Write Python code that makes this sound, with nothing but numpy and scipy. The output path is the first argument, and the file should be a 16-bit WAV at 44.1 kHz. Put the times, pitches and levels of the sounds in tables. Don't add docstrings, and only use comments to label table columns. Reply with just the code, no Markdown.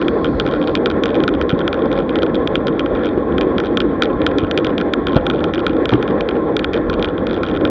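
import sys
import numpy as np
from scipy import signal
from scipy.io import wavfile
from scipy.ndimage import uniform_filter1d

SR = 44100
rng = np.random.default_rng(int(sys.argv[2]) if len(sys.argv) > 2 else 0)


def store_pcm(level_fs):
    pcm = np.round(np.clip(level_fs, -1, 1) * 32767).astype(np.int16)
    wavfile.write(sys.argv[1], SR, np.atleast_2d(pcm).T)


N = 339559

# (time [s], peak of the first touch's ring [dB])
CASE_BLOWS = [(0.015, -19.5), (0.0244, -20), (0.0822, -8.5), (0.2445, -11), (0.2547, -21), (0.2665, -22),
              (0.275, -32), (0.3986, -7), (0.409, -21), (0.464, -14.5), (0.4754, -18.5), (0.4877, -21),
              (0.5119, -22), (0.5229, -23), (0.5372, -20), (0.5487, -24), (0.5628, -28), (0.6151, -18),
              (0.6259, -20), (0.6398, -23), (0.6739, -15), (0.6803, -20), (0.694, -20.5), (0.7526, -5.5),
              (0.763, -18), (0.7728, -20.5), (0.859, -5), (0.8693, -22), (0.9006, -16), (0.9127, -18.5),
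              (0.92, -29), (1.036, -6.5), (1.0569, -11), (1.0665, -22), (1.0803, -25), (1.0907, -22.0),
              (1.104, -22), (1.1159, -31.5), (1.144, -19), (1.1531, -15), (1.1626, -23), (1.203, -18),
              (1.2134, -32), (1.237, -12), (1.2785, -9), (1.2887, -16), (1.3386, -19.5), (1.349, -23),
              (1.413, -13.5), (1.4233, -25), (1.4934, -11.5), (1.5028, -13), (1.513, -20), (1.5238, -22),
              (1.537, -36), (1.591, -19), (1.605, -21), (1.614, -20.5), (1.678, -9.5), (1.729, -10.5),
              (1.7424, -18.5), (1.7914, -26), (1.8202, -23), (1.857, -25), (1.9155, -17.5), (1.928, -17.5),
              (1.94, -28), (1.954, -28), (1.9646, -25), (1.9764, -19.5), (1.9888, -19), (2.0015, -26),
              (2.0932, -15.5), (2.105, -28), (2.1563, -11), (2.165, -23.5), (2.1873, -19), (2.2211, -15.5),
              (2.2305, -13), (2.264, -21.5), (2.3454, -17), (2.354, -16.5), (2.3645, -26), (2.474, -8),
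              (2.5548, -4), (2.565, -26), (2.6696, -14), (2.6811, -16), (2.6933, -31), (2.794, -9),
              (2.8044, -20), (2.8603, -18.5), (2.9508, -24), (2.9594, -26), (2.971, -29), (3.0349, -21),
              (3.0466, -19.5), (3.0567, -19), (3.0678, -18.5), (3.078, -28), (3.0893, -23.5),
              (3.3222, -29.5), (3.3814, -11), (3.4107, -10.5), (3.419, -24), (3.4307, -26), (3.582, -10.5),
              (3.6007, -13), (3.6363, -24), (3.6476, -26), (3.6573, -24), (3.6685, -23), (3.679, -31),
              (3.7718, -5), (3.778, -25), (3.8033, -7.5), (3.8158, -22.0), (4.0217, -1.5), (4.034, -11.5),
              (4.0448, -19), (4.0556, -18.5), (4.0686, -31), (4.217, -15.5), (4.2647, -4.5), (4.274, -25),
              (4.2887, -27), (4.3143, -23), (4.384, -11.0), (4.3947, -21.5), (4.404, -26), (4.4163, -26),
              (4.4262, -31.5), (4.4354, -26.5), (4.446, -24.5), (4.468, -28), (4.5117, -9), (4.5757, -4.5),
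              (4.586, -15.5), (4.5992, -30), (4.646, -11), (4.6576, -25), (4.668, -15), (4.6933, -26),
              (4.703, -25.5), (4.7801, -10), (4.792, -27), (4.801, -23), (4.812, -15.5), (4.936, -5.5),
              (5.0692, -9.5), (5.0835, -17), (5.0944, -23.5), (5.108, -28), (5.121, -27), (5.131, -21),
              (5.146, -22), (5.1574, -19), (5.165, -12), (5.1734, -21), (5.1837, -32), (5.198, -33),
              (5.2105, -33), (5.255, -30), (5.266, -7.5), (5.2996, -8.5), (5.3105, -18), (5.3356, -29),
              (5.3462, -27), (5.3589, -26), (5.381, -30), (5.3913, -26.5), (5.405, -25), (5.441, -10.5),
              (5.5368, -12.5), (5.5463, -18), (5.556, -17.5), (5.5785, -20), (5.5926, -20), (5.6019, -26),
              (5.6655, -5.5), (5.68, -22.5), (5.695, -20.5), (5.7086, -31), (5.7318, -27.5), (5.7663, -27),
              (5.8554, -8), (5.884, -30), (5.892, -10.5), (5.9052, -18), (5.9176, -25), (5.9298, -25.5),
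              (5.9357, -12), (5.9415, -30), (5.955, -28), (5.9655, -36), (5.979, -36), (5.991, -35),
              (6.0265, -14), (6.0778, -17.5), (6.088, -26), (6.1, -31), (6.1077, -29), (6.208, -12.5),
              (6.2884, -12.5), (6.31, -21), (6.3527, -30), (6.365, -32), (6.5664, -7), (6.593, -10),
              (6.644, -6), (6.7335, -15), (6.7414, -12.5), (6.7528, -25), (6.7636, -21), (6.775, -20.5),
              (6.898, -15), (6.9106, -32), (6.93, -19.5), (6.9388, -19), (6.9947, -19), (7.0257, -8.5),
              (7.0448, -8.5), (7.0551, -20.5), (7.076, -27.0), (7.0863, -22.5), (7.1794, -19.5),
              (7.2686, -14), (7.2899, -29), (7.297, -24), (7.31, -16.5), (7.3223, -32.0), (7.331, -22),
              (7.3423, -20), (7.352, -27), (7.3639, -26), (7.3752, -26), (7.4327, -12.5), (7.441, -24),
              (7.4512, -26), (7.4642, -20.5), (7.4733, -26), (7.486, -18), (7.4973, -25), (7.5132, -23),
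              (7.5404, -27), (7.5502, -21.5), (7.5625, -19.5), (7.572, -19), (7.6106, -23), (7.6513, -9),
              (7.6629, -30), (7.6739, -23)]
# (pitch [Hz], strength [dB], time to fall 60 dB [s], polarity [+1 or -1])
CASE_TONES = [(1704, -10.5, 0.012, -1), (2456, -5, 0.011, 1), (2790, -10, 0.012, 1), (3140, -4, 0.012, -1),
              (3466, 8, 0.0038, 1), (4347, -21, 0.015, 1), (5030, -20, 0.009, -1), (5860, -9, 0.0062, 1),
              (7040, -7.5, 0.006, 1), (8300, -10.5, 0.0063, -1)]
# (pitch [Hz], width of one filter pass [Hz], relative level [dB])
FRAME_RESONANCES = [(232, 164, -5), (308.8, 131, 1.5), (475, 166, 0), (803, 120, -14.5),
                    (1064.6, 122, -11.5), (1343, 160, -18.5), (1652, 540, -17.5), (2430, 670, -37),
                    (3380, 510, -31.5), (3507, 220, -39.5), (4460, 620, -53.5)]
# (pitch [Hz], width of one filter pass [Hz], relative level [dB])
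WIND_RESONANCES = [(48, 43, -4), (79.4, 45, -3.5), (160, 98, -1)]
# (time [s], strength of the kick [dB], pitch [Hz], time to fall 60 dB [s], crackle [dB])
ROAD_CRACKS = [(1.529, -1, 187, 0.041, -37), (1.537, -6.5, 266, 0.031, -42), (3.175, 1, 373, 0.032, -23),
               (3.468, -2, 410, 0.022, -34), (4.428, -8.5, 100, 0.069, -39), (5.159, 1, 138, 0.046, -31),
               (5.1615, 1, 291, 0.045, -28), (5.1654, 3.5, 706, 0.017, -20), (5.174, -3, 477, 0.02, -26),
               (5.923, -6, 121, 0.19, -14.5), (5.929, 2, 326, 0.033, -25), (5.9428, 1.5, 348, 0.045, -35),
               (5.9525, -1, 328, .04, -24)]
# (time [s], wind gain added at the height [dB])
WIND_GUSTS = [(0.361, -23.5), (3.36, -25)]

THIN_HISS_DB, THIN_HISS_ENDS_S, THIN_HISS_FADE_S = -56, 0.76, .08
WIND_DB, GUST_RISE_S, GUST_FALL_S = -28.5, 0.031, 0.02
ROAD_DB = -16.5
ROUGH_DB, ROUGH_PER_S = 1.33, 40
RUSH_TOP_HZ = 4330
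BOUNCE_S = .0106
DRAG_S = .0008
CASE_WALL_HZ = 5290
SOFT_ONSET_S = .0004
GLANCING_DB, GLANCE_SCATTER = 12, .3
KNOCK_HZ, KNOCK_S = 1390, 0.0071
KNOCK_LAG_S = 0.0001
KNOCK_DB, KNOCK_GROWTH, KNOCK_SCATTER_DB = -10, 0.69, 3.5
CRACK_GROWTH = 1.3
INPUT_TOP_HZ, TOP_HZ = 11100, 16500


def undb(db):
    return 10 ** (np.asarray(db) / 20)


def level(x, db):
    return x * undb(db) / np.sqrt(np.mean(x ** 2))


def walk(rate):
    hold = int(SR / rate)
    steps = np.repeat(rng.standard_normal(N // hold + 1), hold)
    smooth = uniform_filter1d(uniform_filter1d(steps, hold), hold)
    return 1.18 * smooth[:N]


def ring(hz, t60, length):
    t = np.arange(int(length * SR)) / SR
    return np.sin(2 * np.pi * hz * t) * np.exp(-np.log(1000) * t / t60)


def push(seconds):
    t = np.arange(int(seconds * SR) + 1) / SR
    force = np.sin(np.pi * (t + .5 / SR) / (seconds + 1 / SR)) ** 2
    return force / force.sum()


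def add(out, s, sound):
    k = int(s * SR)
    out[k:k + len(sound)] += sound[:len(out) - k]


def shaken(modes, flicker_db, rate):
    out = 0
    for hz, width, db in modes:
        b, a = signal.iirpeak(hz, hz / width, fs=SR)
        once = signal.lfilter(b, a, rng.standard_normal(N))
        noise = signal.lfilter(b, a, once)
        out = out + level(noise, db) * undb(flicker_db * walk(rate))
    return level(out, 0)


def input_hiss():
    return undb(-84.5) * shaken([(6500, 3300, 0), (10500, 5000, -7)], flicker_db=3.0, rate=22)


def thin_hiss(t):
    fading = undb(THIN_HISS_DB) * (1 - np.tanh((t - THIN_HISS_ENDS_S) / THIN_HISS_FADE_S)) / 2
    return fading * shaken([(4150, 1000, 0)], flicker_db=1.5, rate=25)


def wind(t):
    gain = undb(WIND_DB)
    for s, db in WIND_GUSTS:
        side_s = np.where(t < s, GUST_RISE_S, GUST_FALL_S)
        gain = gain + undb(db) * np.exp(-np.abs(t - s) / side_s)
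    return gain * shaken(WIND_RESONANCES, flicker_db=3.0, rate=12)


def road_rush():
    roughness = undb(ROAD_DB + ROUGH_DB * walk(ROUGH_PER_S))
    road = roughness * shaken(FRAME_RESONANCES, flicker_db=2.0, rate=25)
    return signal.lfilter(*signal.iirnotch(2800, 8.0, fs=SR), road)


def bumps(crackle_s=0.0092):
    thuds, jolts = np.zeros(N), np.zeros(N)
    for s, db, hz, t60, crackle_db in ROAD_CRACKS:
        add(thuds, s, undb(db) * np.convolve(ring(hz, t60, 0.177), push(0.0012)))
        add(jolts, s, undb(crackle_db) * np.exp(-np.arange(2000) / (crackle_s * SR)))
    crackle = shaken([(800, 800, 0)], flicker_db=0.5, rate=20.6)
    return thuds + uniform_filter1d(jolts, size=80) * crackle


def chatter(count=270, top_db=-32.0, spread_db=7.0):
    chance = rng.random((count, 4))
    after = np.array(CASE_BLOWS)[(chance[:, 0] * len(CASE_BLOWS)).astype(int)]
    hops = np.ceil(-2.5 * np.log(chance[:, 1]))
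    s = after[:, 0] + BOUNCE_S * (hops + .15 * (chance[:, 2] - .5))
    db = top_db - .5 * hops + spread_db * np.log(chance[:, 3])
    return np.transpose([np.clip(s, .01, N / SR - .01), db])


def scuff(seconds, share):
    t = np.arange(-100, 300) / SR
    fade_s = np.where(t < 0, seconds / 2, seconds)
    grit = rng.standard_normal(len(t)) * np.exp(-np.abs(t) / fade_s)
    share = np.clip(share, 0, 1)
    return np.sqrt(1 - share) * (t == 0) + np.sqrt(share) * grit / np.sqrt(np.sum(grit ** 2))


def dull_knock():
    swell = push(KNOCK_S)
    knock = swell * np.sin(2 * np.pi * KNOCK_HZ * np.arange(len(swell)) / SR)
    return knock / np.abs(knock).max()


def case_ring(glance, scatter_db, colour):
    body = 0
    for (hz, db, t60, sign), r in zip(CASE_TONES, colour):
        gain = undb(db + (scatter_db + glance / 2) * r)
        body = body + np.sign(sign) * gain * ring(hz, t60, .03)
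    return body * (1 - np.exp(-np.arange(len(body)) / (SOFT_ONSET_S * SR)))


def rattle(blows, soft_s=0.00027, harder_s=.000004, uneven=0.071, drag_s=DRAG_S, grit=0.24,
           scatter_db=0.3, skid_db=-8, skid_s=0.002, crack_db=-44, crack_s=0.0015):
    out, cracks = np.zeros(N), np.zeros(N)
    wall = signal.butter(4, CASE_WALL_HZ, fs=SR, output="sos")
    knock = dull_knock()
    chance = rng.standard_normal((len(blows), len(CASE_TONES) + 4))
    for (s, db), (late, weak, hard, dull, *colour) in zip(blows, chance):
        glance = max(-db - GLANCING_DB, 0) * GLANCE_SCATTER
        body = case_ring(glance, scatter_db, colour)
        contact_s = max(soft_s - harder_s * (db + 33.5), 0) * np.exp(uneven * hard)
        tick = np.convolve(body, push(contact_s))
        tick = np.convolve(tick, scuff(drag_s * (1 + glance / 4), grit + glance / 10))
        tick = signal.sosfilt(wall, tick)
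        tick = undb(db) * tick / np.abs(tick).max()
        start = s - 100 / SR
        add(out, start, tick)
        second = undb(skid_db + 2.5 * weak) * np.convolve(tick, push(.0006))
        add(out, start + skid_s * abs(1 + .2 * late), second)
        knock_db = KNOCK_DB + KNOCK_GROWTH * db + KNOCK_SCATTER_DB * dull
        add(out, s + KNOCK_LAG_S, undb(knock_db) * knock)
        add(cracks, s, undb(CRACK_GROWTH * db + crack_db) * np.exp(-np.arange(400) / (crack_s * SR)))
    return out + cracks * shaken([(8800, 3500, -4.5), (12500, 6000, -10.5)], flicker_db=3.0, rate=25)


def scene():
    t = np.arange(N) / SR
    muffle = signal.butter(4, RUSH_TOP_HZ, fs=SR, output="sos")
    rush = signal.sosfilt(muffle, road_rush() + wind(t) + bumps())
    faint = rattle(chatter(), drag_s=.0007, grit=.35, scatter_db=3, skid_db=-12, crack_db=-41)
    ticks = rattle(CASE_BLOWS) + faint
    return (input_hiss() + thin_hiss(t) + rush + ticks)[None]


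def record(dry):
    x = signal.sosfilt(signal.butter(6, 36, "high", fs=SR, output="sos"), dry)
    x = x / (1 + np.abs(x / .97) ** 10) ** (1 / 10)
    x = signal.sosfilt(signal.butter(2, INPUT_TOP_HZ, fs=SR, output="sos"), x)
    return signal.sosfilt(signal.ellip(8, .2, 70, TOP_HZ, fs=SR, output="sos"), x)


dry = scene()
out = record(dry)
store_pcm(out)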